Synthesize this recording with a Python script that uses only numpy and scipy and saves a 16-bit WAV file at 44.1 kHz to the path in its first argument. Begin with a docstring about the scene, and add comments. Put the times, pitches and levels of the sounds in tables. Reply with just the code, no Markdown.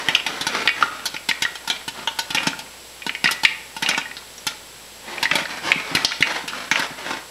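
"""Corn pops in a frying pan under a glass lid, on an electric hob, close to a hand-held microphone.
Each bursting kernel is an impulsive source: its hull cracks, steam fizzes out, the pan thumps and the
air under the lid resonates. Flying kernels knock on lid and pan and excite their modes. Loose corn
slides in swishes and the pan bumps the hob, all in a reverberant kitchen. Beneath this, oil sizzles
and the hob hums and whines."""
import sys
import numpy as np
from scipy import signal
from scipy.io import wavfile
from scipy.ndimage import uniform_filter1d, minimum_filter1d

SR = 44100
rng = np.random.default_rng(int(sys.argv[2]) if len(sys.argv) > 2 else 0)


def materialize(psi):
    """Save the field psi as 16-bit PCM at rate SR to the path in sys.argv[1].

    A 1-D psi becomes a single channel; in a 2-D psi each row is a channel.
    """
    bounded = np.clip(np.atleast_2d(psi).T, -1, 1)
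    quanta = np.round(bounded * 32767).astype(np.int16)
    wavfile.write(sys.argv[1], SR, quanta)


N = 321930
AGE = np.arange(SR // 2) / SR  # seconds since a blow

# Mains hum and whines of the hob. Each row: frequency in Hz, level in dB, rms waver in Hz.
HOB_TONES = [(59, -59.5, 1.2), (7560, -55.5, 1), (7853, -56, 1), (7882, -60, 1)]
# Spectrum of the oil and the room's hush. Each row: frequency in Hz, relative level in dB.
SIZZLE_SPECTRUM = [(20, -3), (45, -23), (80, -3.5), (130, 1.5), (250, 0.5), (520, 4.5), (700, 1), (900, 3),
                   (1200, -1), (3200, 1), (5500, -1), (7000, -7), (11000, -5), (15000, -15.5)]
# Reverberation of the kitchen. Each row: frequency in Hz, time to decay by 60 dB (t60) in seconds.
ROOM_DECAY = [(150, 0.43), (500, 0.92), (2000, 0.56), (5000, 0.41), (12000, 0.29)]

# Modes of lid and pan together. Each row: frequency in Hz, relative level in dB, t60 in seconds.
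COVERED_PAN_MODES = [(903, 29, 0.057), (1256, -4, 0.46), (1396, -20.5, 0.38), (1798, 13.5, 0.078),
                     (1930, -21, 0.21), (2296, -18, 0.14), (2360, 5.5, 0.32), (2520, -19, 0.1),
                     (2840, -43, 0.1), (2940, 12.5, 0.11), (3440, 6, 0.078), (3470, -9, 0.56),
                     (3755, 12, 0.17), (4040, 2.5, 0.19), (4640, -20, 0.24), (5050, -46, 0.27),
                     (5380, 4, 0.083), (5750, -61, .16)]
# Low modes of the pan on its hob. Each row: frequency in Hz, relative level in dB, t60 in seconds.
LOW_PAN_MODES = [(117, -25, 0.036), (163.6, 0, 0.053), (267, 5.5, 0.031), (342, 3, 0.021)]
# Modes of the lid after a knock. Each row: frequency in Hz, relative level in dB, t60 in seconds.
CLINK_MODES = [(955, 7, .06), (1418, -3, 0.096), (1900, 6.5, 0.056), (1970, -20.5, 0.86),
               (2260, -7.5, 0.14), (2470, -6.5, 0.14), (2780, 0, 0.21), (2900, 6, 0.15), (3750, 6, .2),
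               (5680, 6, 0.067)]
# Modes of the air under the lid. Each row: frequency in Hz, relative level in dB, t60 in seconds.
CAVITY_MODES = [(897, -3.5, 0.067), (1449, -3.5, 0.074)]

# Dull bumps of the pan on the hob. Each row: start in seconds, level in dB.
PAN_BUMPS = [(0.332, -50.5), (.826, -44), (5.314, -30.5), (5.414, -37), (5.758, -31), (5.913, -32.5),
             (6.438, -40.5), (6.908, -37.5)]
# Slides of loose corn. Each row: start in seconds, length in seconds, top level in dB before flutter.
CORN_SLIDES = [(-.07, 0.17, -25), (0.044, 0.18, -32.5), (0.223, .27, -28.5), (0.469, 0.24, -24),
               (.74, .17, -27), (0.849, 0.28, -37), (1.93, 0.15, -34), (2.327, 0.19, -29),
               (3.241, 0.091, -28), (3.802, 0.22, -29), (5.009, 0.36, -34), (5.299, 0.17, -24),
               (5.449, 0.23, -30.5), (5.623, .15, -23), (5.724, 0.26, -33.5), (5.86, 0.14, -29.5),
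               (5.932, 0.19, -25), (6.204, 0.29, -27.5), (6.468, 0.27, -31.5), (6.71, .19, -24.5),
               (6.863, 0.11, -37), (6.964, 0.095, -31.5), (7.013, 0.22, -27)]
# Spectrum of sliding friction. Each row: frequency in Hz, relative level in dB.
FRICTION_SPECTRUM = [(50, -21), (110, 2.5), (240, 7), (480, 0.5), (750, 0.5), (1150, 0), (1800, 0.5),
                     (2800, -2), (4000, -3), (5800, -3.5), (7000, -11), (11000, -11.5), (15000, -27)]
# Kernels hitting lid or pan. Each row: start in seconds, level in dB, centre frequency in Hz
# (higher for a harder contact), clink level in dB.
KERNEL_HITS = [(.1495, -12, 2650, -26), (.199, -28.5, 2250, -37), (.675, -16.5, 2270, -16.5),
               (0.691, -23, 2220, -20), (.8251, -14, 1470, -20.5), (1.165, -28.5, 2270, -50),
               (1.312, -22, 1880, -23), (1.4507, -24.5, 1930, -20.5), (1.763, -36, 2730, -55),
               (2.371, -33, 2400, -20), (2.383, -22, 2380, -29), (3.02, -35.5, 2280, -37),
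               (3.094, -23, 2380, -41), (3.15, -27, 2200, -31.5), (3.258, -25, 2070, -15.5),
               (3.275, -20, 2600, -23), (3.289, -23.5, 1650, -36), (3.45, -8, 2500, -23),
               (3.829, -26.5, 2340, -28), (3.862, -24.5, 2700, -22), (3.912, -29, 2230, -23),
               (3.946, -26.5, 2210, -26.5), (4.056, -44, 1820, -33), (4.38, -42, 5600, -42),
               (5.181, -30, 2270, -49), (5.255, -22, 1950, -20.5), (5.313, -16.5, 1830, -30),
               (5.455, -28.5, 1970, -36), (5.718, -7.5, 2040, -24), (5.97, -23, 2100, -25),
               (6.0483, -5.5, 4960, -24), (6.119, -23.5, 2570, -36), (6.2249, -12, 2300, -18.5),
               (6.533, -31.5, 1300, -35), (6.757, -19, 2270, -34), (6.823, -28, 1470, -44),
               (6.843, -30, 1940, -40)]
# Band of lid modes that a knock excites. Each row: knock level in dB, half-width in octaves.
CLINK_BANDWIDTH = [(-19, 0.096), (5, 0.22)]
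# Bursting kernels. Each row: start in seconds, crack level in dB, wetness from 0 (dry snap) to
# 1 (slow, steamy burst), thump level in dB, level of the air under the lid in dB.
BURSTS = [(0.0853, -15.5, 0.11, -30, -31), (.149, -22.5, 0.35, -46, -47), (.264, -21, 0.37, -44, -28.5),
          (.41, -23.5, 0.56, -36.5, -38), (0.467, -21.5, 0.73, -34, -23), (.656, -35, 0.7, -39, -30),
          (1.055, -22, 0.89, -45, -32.5), (1.142, -31, 0.26, -42, -34), (1.2879, -17.5, 0.45, -34.5, -34),
          (1.4209, -18.5, 0.58, -36.5, -30), (1.554, -32.5, 0.5, -62, -41), (1.675, -27.5, 0.77, -44, -30),
          (1.7, -18, 0.25, -41.5, -28.5), (1.879, -26.5, 0.74, -37, -31.5), (2.074, -20, 0.04, -49, -27),
          (2.188, -21.5, 0.73, -43, -25), (2.304, -25.5, 0.5, -37, -36), (2.347, -19.5, 0.64, -33, -27.5),
          (2.431, -31, 0.7, -42, -30.5), (2.469, -18.5, 0.42, -23, -28), (2.59, -32, 0.75, -62, -47),
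          (3.065, -27, 0.56, -32.5, -28.5), (3.242, -16.5, 0.22, -28, -26), (3.31, -22.5, 1, -50, -47),
          (3.434, -23, .55, -38, -26), (3.765, -33, .8, -45, -32), (3.823, -22, 0.59, -32.5, -29),
          (3.888, -18, .6, -34, -29), (3.977, -22, 0.19, -33.5, -25), (4.168, -33, 0.01, -48, -44),
          (4.467, -21, 0.82, -37, -28.5), (5.228, -17.5, 0.43, -39, -45), (5.354, -19, .7, -29.5, -26),
          (5.95, -16.5, 0.6, -25, -28), (6.047, -15, 0.3, -29, -52), (6.206, -26, 0.6, -28, -37),
          (6.478, -27, .6, -47, -38), (6.7141, -14.5, 0, -31, -25), (6.794, -27.5, 0.74, -32.5, -28)]
# Spectrum of the cracking hull. Each row: frequency in Hz, relative level in dB.
HULL_SPECTRUM = [(200, -14), (450, -4.5), (700, 0), (1100, -12.5), (1800, -4.5), (3000, -6), (5500, -9.5),
                 (6300, -12), (7000, -14), (10000, -22), (15000, -85)]
# Spectrum of escaping steam. Each row: frequency in Hz, relative level in dB.
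STEAM_SPECTRUM = [(3000, -25), (5500, -8), (7000, -2), (9000, -1), (11000, 2), (12500, -2), (14000, -17),
                  (16000, -34)]

SIZZLE_DB, ROOM_DB = -41.5, -14.0
THUMP_CUT_HZ, KNOCK_TOP_HZ = 92, 6400  # the pan radiates little below, the lid passes little above
CONTACT_CYCLES = 0.6  # crumpling time of a puffed kernel, in periods of the knock's centre frequency
# Pairs run from a dry snap to a wet burst. Fizz, rustle and landing levels are relative to the crack.
TEAR_S, CRACK_HZ, FIZZ_DB = (0.0003, 0.0052), (2400, 4370), (-26, -6)
RUSTLE_DB, LANDING_DB, LANDING_CHANCE = -21.5, -16.5, 0.45
LANDING_AFTER_S, LANDING_HZ = (0.017, 0.14), (1110, 2600)  # least and most
LIMIT_DB, RECOVERY_DB_PER_S, BANDWIDTH_HZ = 2.5, 110, 15700


def amp(db):
    """Amplitude ratio of a level in decibels."""
    return 10 ** (np.asarray(db) / 20)


def unit(x):
    """Normalisation to rms 1."""
    return x / np.sqrt(np.mean(x ** 2) + 1e-20)


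def struck(x, db):
    """Normalisation of a transient to an rms level over its first 20 ms."""
    return amp(db) * x / np.sqrt(np.mean(x[:SR // 50] ** 2) + 1e-20)


def between(ends, share):
    """Linear interpolation, a share of the way from one end to the other."""
    return np.interp(share, [0, 1], ends)


def at_frequency(points, hz):
    """Interpolation of a table on a logarithmic frequency axis."""
    table_hz, value = np.transpose(points)
    return np.interp(np.log(hz + 1), np.log(table_hz + 1), value)


def add(mix, start_s, sound):
    """Superposition: a sound adds to the mix from its start time on."""
    at = round(start_s * SR)
    sound = sound[max(-at, 0):]
    part = mix[max(at, 0):][:len(sound)]
    part += sound[:len(part)]


def fade(t60):
    """Exponential damping, by 60 dB in t60 seconds."""
    return np.exp(-np.log(1000) * AGE / t60)


def colour(x, spectrum):
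    """Minimum-phase filtering: shapes the spectrum with no response ahead of its cause."""
    hz = abs(np.fft.fftfreq(2048, 1 / SR))
    log_gain = np.log(amp(at_frequency(spectrum, hz)))
    taps = np.fft.ifft(np.exp(np.conj(signal.hilbert(log_gain)))).real
    return signal.oaconvolve(x, taps[:len(taps) // 2])[:len(x)]


def resonate(x, hz, q):
    """Second-order resonance of bandwidth hz / q."""
    return signal.lfilter(*signal.iirpeak(min(hz, SR / 4), max(q, .3), fs=SR), x)


def drift(per_s):
    """Random modulation of rms 1, linear between per_s values a second."""
    knots = rng.standard_normal(int(N / SR * per_s) + 2)
    return unit(np.interp(np.arange(N) * per_s / SR, np.arange(len(knots)), knots))


def grains(size, per_s, spread_db):
    """Shot noise: independent tiny clicks of very unequal strength."""
    strength = amp(spread_db * np.minimum(rng.exponential(1, size), 5))
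    return unit(rng.standard_normal(size) * strength * (rng.random(size) < per_s / SR))


def fractures(seconds):
    """Brittle fracture: a quick run of tiny breaks, strongest early, on the given time scale."""
    progress = AGE[:SR // 20] / seconds
    return rng.standard_normal(len(progress)) * (progress + 0.32) * np.exp(-1.25 * progress)


def ring(modes, spread_db):
    """Free vibration: the place of a blow sets each mode's sign and strength; the load detunes it."""
    weights = rng.choice([-1, 1], len(modes)) * amp(spread_db * rng.standard_normal(len(modes)))
    detunes = 1 + .006 * rng.standard_normal(len(modes))
    return sum(weight * amp(db) * fade(t60) * np.sin(2 * np.pi * hz * detune * AGE)
               for weight, detune, (hz, db, t60) in zip(weights, detunes, modes))


def hob():
    """Line spectrum: mains hum and thin whines, each slightly modulated in frequency."""
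    out = np.zeros(N)
    for hz, db, waver_hz in HOB_TONES:
        phase = 2 * np.pi * np.cumsum(hz + waver_hz * drift(per_s=1.7)) / SR
        out += np.sqrt(2) * amp(db) * np.sin(phase)
    return out


def sizzle():
    """Stationary noise: the fine clicks of frying oil merge with the hush of the kitchen."""
    frying = rng.standard_normal(N) + 0.23 * grains(N, per_s=5000, spread_db=3.0)
    return amp(SIZZLE_DB) * unit(colour(frying, SIZZLE_SPECTRUM))


def kitchen(x):
    """Reverberation: the diffuse field of a small room decays at its own rate in each band."""
    hz, t, bands = signal.stft(rng.standard_normal(len(AGE)), SR, nperseg=256)
    decay = np.exp(-np.log(1000) * t / at_frequency(ROOM_DECAY, hz)[:, None])
    tail = signal.istft(bands * decay, SR)[1][:len(AGE)]
    tail *= 1 - np.exp(-(AGE / 0.0062) ** 2)  # wall reflections take milliseconds to arrive
    return signal.oaconvolve(x, tail / np.linalg.norm(tail))[:N]


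def pan_response(echo_db, echo_t60, modes_db):
    """Impulse response: direct sound, dense echoes under the lid, and the modes of lid and pan."""
    direct = AGE == 0
    echoes = rng.standard_normal(len(AGE)) * fade(echo_t60)
    modes = ring(COVERED_PAN_MODES, spread_db=3.0)
    return (direct + amp(echo_db) * echoes / np.linalg.norm(echoes)
            + amp(modes_db) * modes / np.linalg.norm(modes))


def thump(swell, db):
    """Radiation from a small body: pushed on the hob, the pan rings low but sheds little deep bass."""
    vibration = swell * ring(LOW_PAN_MODES, spread_db=1.0)
    radiation = signal.butter(2, THUMP_CUT_HZ, "highpass", fs=SR, output="sos")
    return struck(signal.sosfilt(radiation, vibration), db)


def bumps():
    """Gradual excitation: the pan nudges the hob, and the slow onset makes a dull sound."""
    out = np.zeros(N)
    swell = 1 - np.exp(-AGE / 0.0095)
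    for start_s, db in PAN_BUMPS:
        add(out, start_s, thump(swell, db))
    return out


def swish(length_s, rise_share, db, hz):
    """Friction noise: tiny contacts excite two spots of the pan, louder as the corn slides faster."""
    t = np.arange(0, length_s, 1 / SR)
    speed = np.sin(np.pi / 2 * np.interp(t / length_s, [0, rise_share, 1], [0, 1, 0]))
    rubbing = 0
    for _ in range(2):
        contacts = grains(SR, per_s=1500, spread_db=3.5)
        spot = pan_response(echo_db=6.0, echo_t60=0.067, modes_db=-16.0)
        rubbing += signal.fftconvolve(contacts, spot)
    steady = colour(rubbing[SR // 4:][:len(t)], FRICTION_SPECTRUM)
    return amp(db) * speed ** 1.09 * unit(resonate(steady, hz, q=0.56))


def sliding_corn():
    """Stick-slip motion: the heap catches and slips as it slides, and as it settles after each burst."""
    out = np.zeros(N)
    flutter = amp(1.14 * drift(per_s=45))
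    for start_s, length_s, db in CORN_SLIDES:
        add(out, start_s, swish(length_s, rise_share=0.36, db=db, hz=1360))
    for start_s, crack_db, *_ in BURSTS:
        add(out, start_s, swish(length_s=0.17, rise_share=0.05, db=crack_db + RUSTLE_DB, hz=1740))
    return out * flutter


def knock(db, hz, clink_db):
    """Band-limited impact: lid modes near the contact's band clink on, more of them after a hard hit."""
    rim_echoes = rng.standard_normal(len(AGE)) * fade(t60=0.026)
    response = pan_response(echo_db=0.5, echo_t60=0.044, modes_db=-13.5)
    response += amp(4) * rim_echoes / np.linalg.norm(rim_echoes)
    blow = signal.fftconvolve(response, fractures(CONTACT_CYCLES / hz))[:len(AGE)]
    blow = signal.sosfilt(signal.butter(3, KNOCK_TOP_HZ, fs=SR, output="sos"), blow)
    blow = resonate(resonate(blow, hz, q=2.2), hz, q=1.3)
    octaves = np.interp(db, *np.transpose(CLINK_BANDWIDTH))
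    excited = [(mode_hz, mode_db - 10 * np.log10(1 + (np.log2(mode_hz / hz) / octaves) ** 4), t60)
               for mode_hz, mode_db, t60 in CLINK_MODES]
    clink = ring(excited, spread_db=2.5)
    return struck(blow, db) + struck(clink, clink_db)


def flying_kernels():
    """Collisions: kernels strike lid and pan, and some land softly a short flight after a burst."""
    out = np.zeros(N)
    for start_s, db, hz, clink_db in KERNEL_HITS:
        add(out, start_s, knock(db, hz, clink_db))
    for (start_s, crack_db, *_), (luck, flight, hardness) in zip(BURSTS, rng.random((len(BURSTS), 3))):
        if luck < LANDING_CHANCE:
            db = crack_db + LANDING_DB
            landing = knock(db, between(LANDING_HZ, hardness), clink_db=db)
            add(out, start_s + between(LANDING_AFTER_S, flight), landing)
    return out


def hull_crack(tear, wetness, db):
    """Convolution: each fracture of the hull sets off the impulse response of the covered pan."""
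    response = pan_response(echo_db=3.5, echo_t60=0.087, modes_db=-7)
    crack = colour(signal.fftconvolve(tear, response)[:len(AGE)], HULL_SPECTRUM)
    return struck(resonate(crack, between(CRACK_HZ, wetness), q=1.13), db)


def steam_fizz(tear, db):
    """Jet noise: steam escapes through the tear in a brief hiss that echoes under the lid."""
    response = pan_response(echo_db=-1, echo_t60=.048, modes_db=-20)
    steam = signal.fftconvolve(tear, response)[:len(AGE)]
    return struck(colour(steam, STEAM_SPECTRUM), db)


def enclosed_air(swell, db):
    """Cavity resonance: the air under the lid rings, retuned each time by the shifting heap of corn."""
    detune = 1 + 0.023 * rng.standard_normal()
    modes = [(hz * detune, mode_db, t60) for hz, mode_db, t60 in CAVITY_MODES]
    return struck(swell * ring(modes, spread_db=3.5), db)


def pops():
    """Sudden pressure release drives hull, steam, pan and air; a wet kernel tears slower, fizzes more."""
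    out = np.zeros(N)
    swell = 1 - np.exp(-AGE / 0.00053)  # pressure builds as the kernel opens
    for start_s, crack_db, wetness, thump_db, air_db in BURSTS:
        tear = fractures(between(TEAR_S, wetness))
        crack = hull_crack(tear, wetness, crack_db)
        fizz = steam_fizz(tear, crack_db + between(FIZZ_DB, wetness))
        add(out, start_s, crack + fizz + thump(swell, thump_db) + enclosed_air(swell, air_db))
    return out


def scene():
    """Superposition in one channel: corn and pan with their reverberation, over sizzle and hob."""
    direct = pops() + flying_kernels() + bumps() + sliding_corn()
    return (direct + amp(ROOM_DB) * kitchen(direct) + sizzle() + hob())[None]


def record(dry):
    """Peak limiting: a fast gain dip and soft saturation hold blows near full scale; then a low-pass."""
    level_db = 20 * np.log10(abs(dry[0]) + 1e-9)
    recovery_db = np.arange(N) / SR * RECOVERY_DB_PER_S
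    held_peak_db = np.maximum.accumulate(level_db + recovery_db) - recovery_db
    gain_db = np.minimum(LIMIT_DB - held_peak_db, 0)
    smooth_gain_db = uniform_filter1d(minimum_filter1d(gain_db, size=31), size=31)
    limited = dry * amp(smooth_gain_db)
    saturated = limited / (1 + limited ** 8) ** (1 / 8)
    lowpass = signal.firwin(511, BANDWIDTH_HZ, window=("kaiser", 9), fs=SR)
    return signal.oaconvolve(saturated, lowpass[None], "same")


dry = scene()
out = record(dry)
materialize(out)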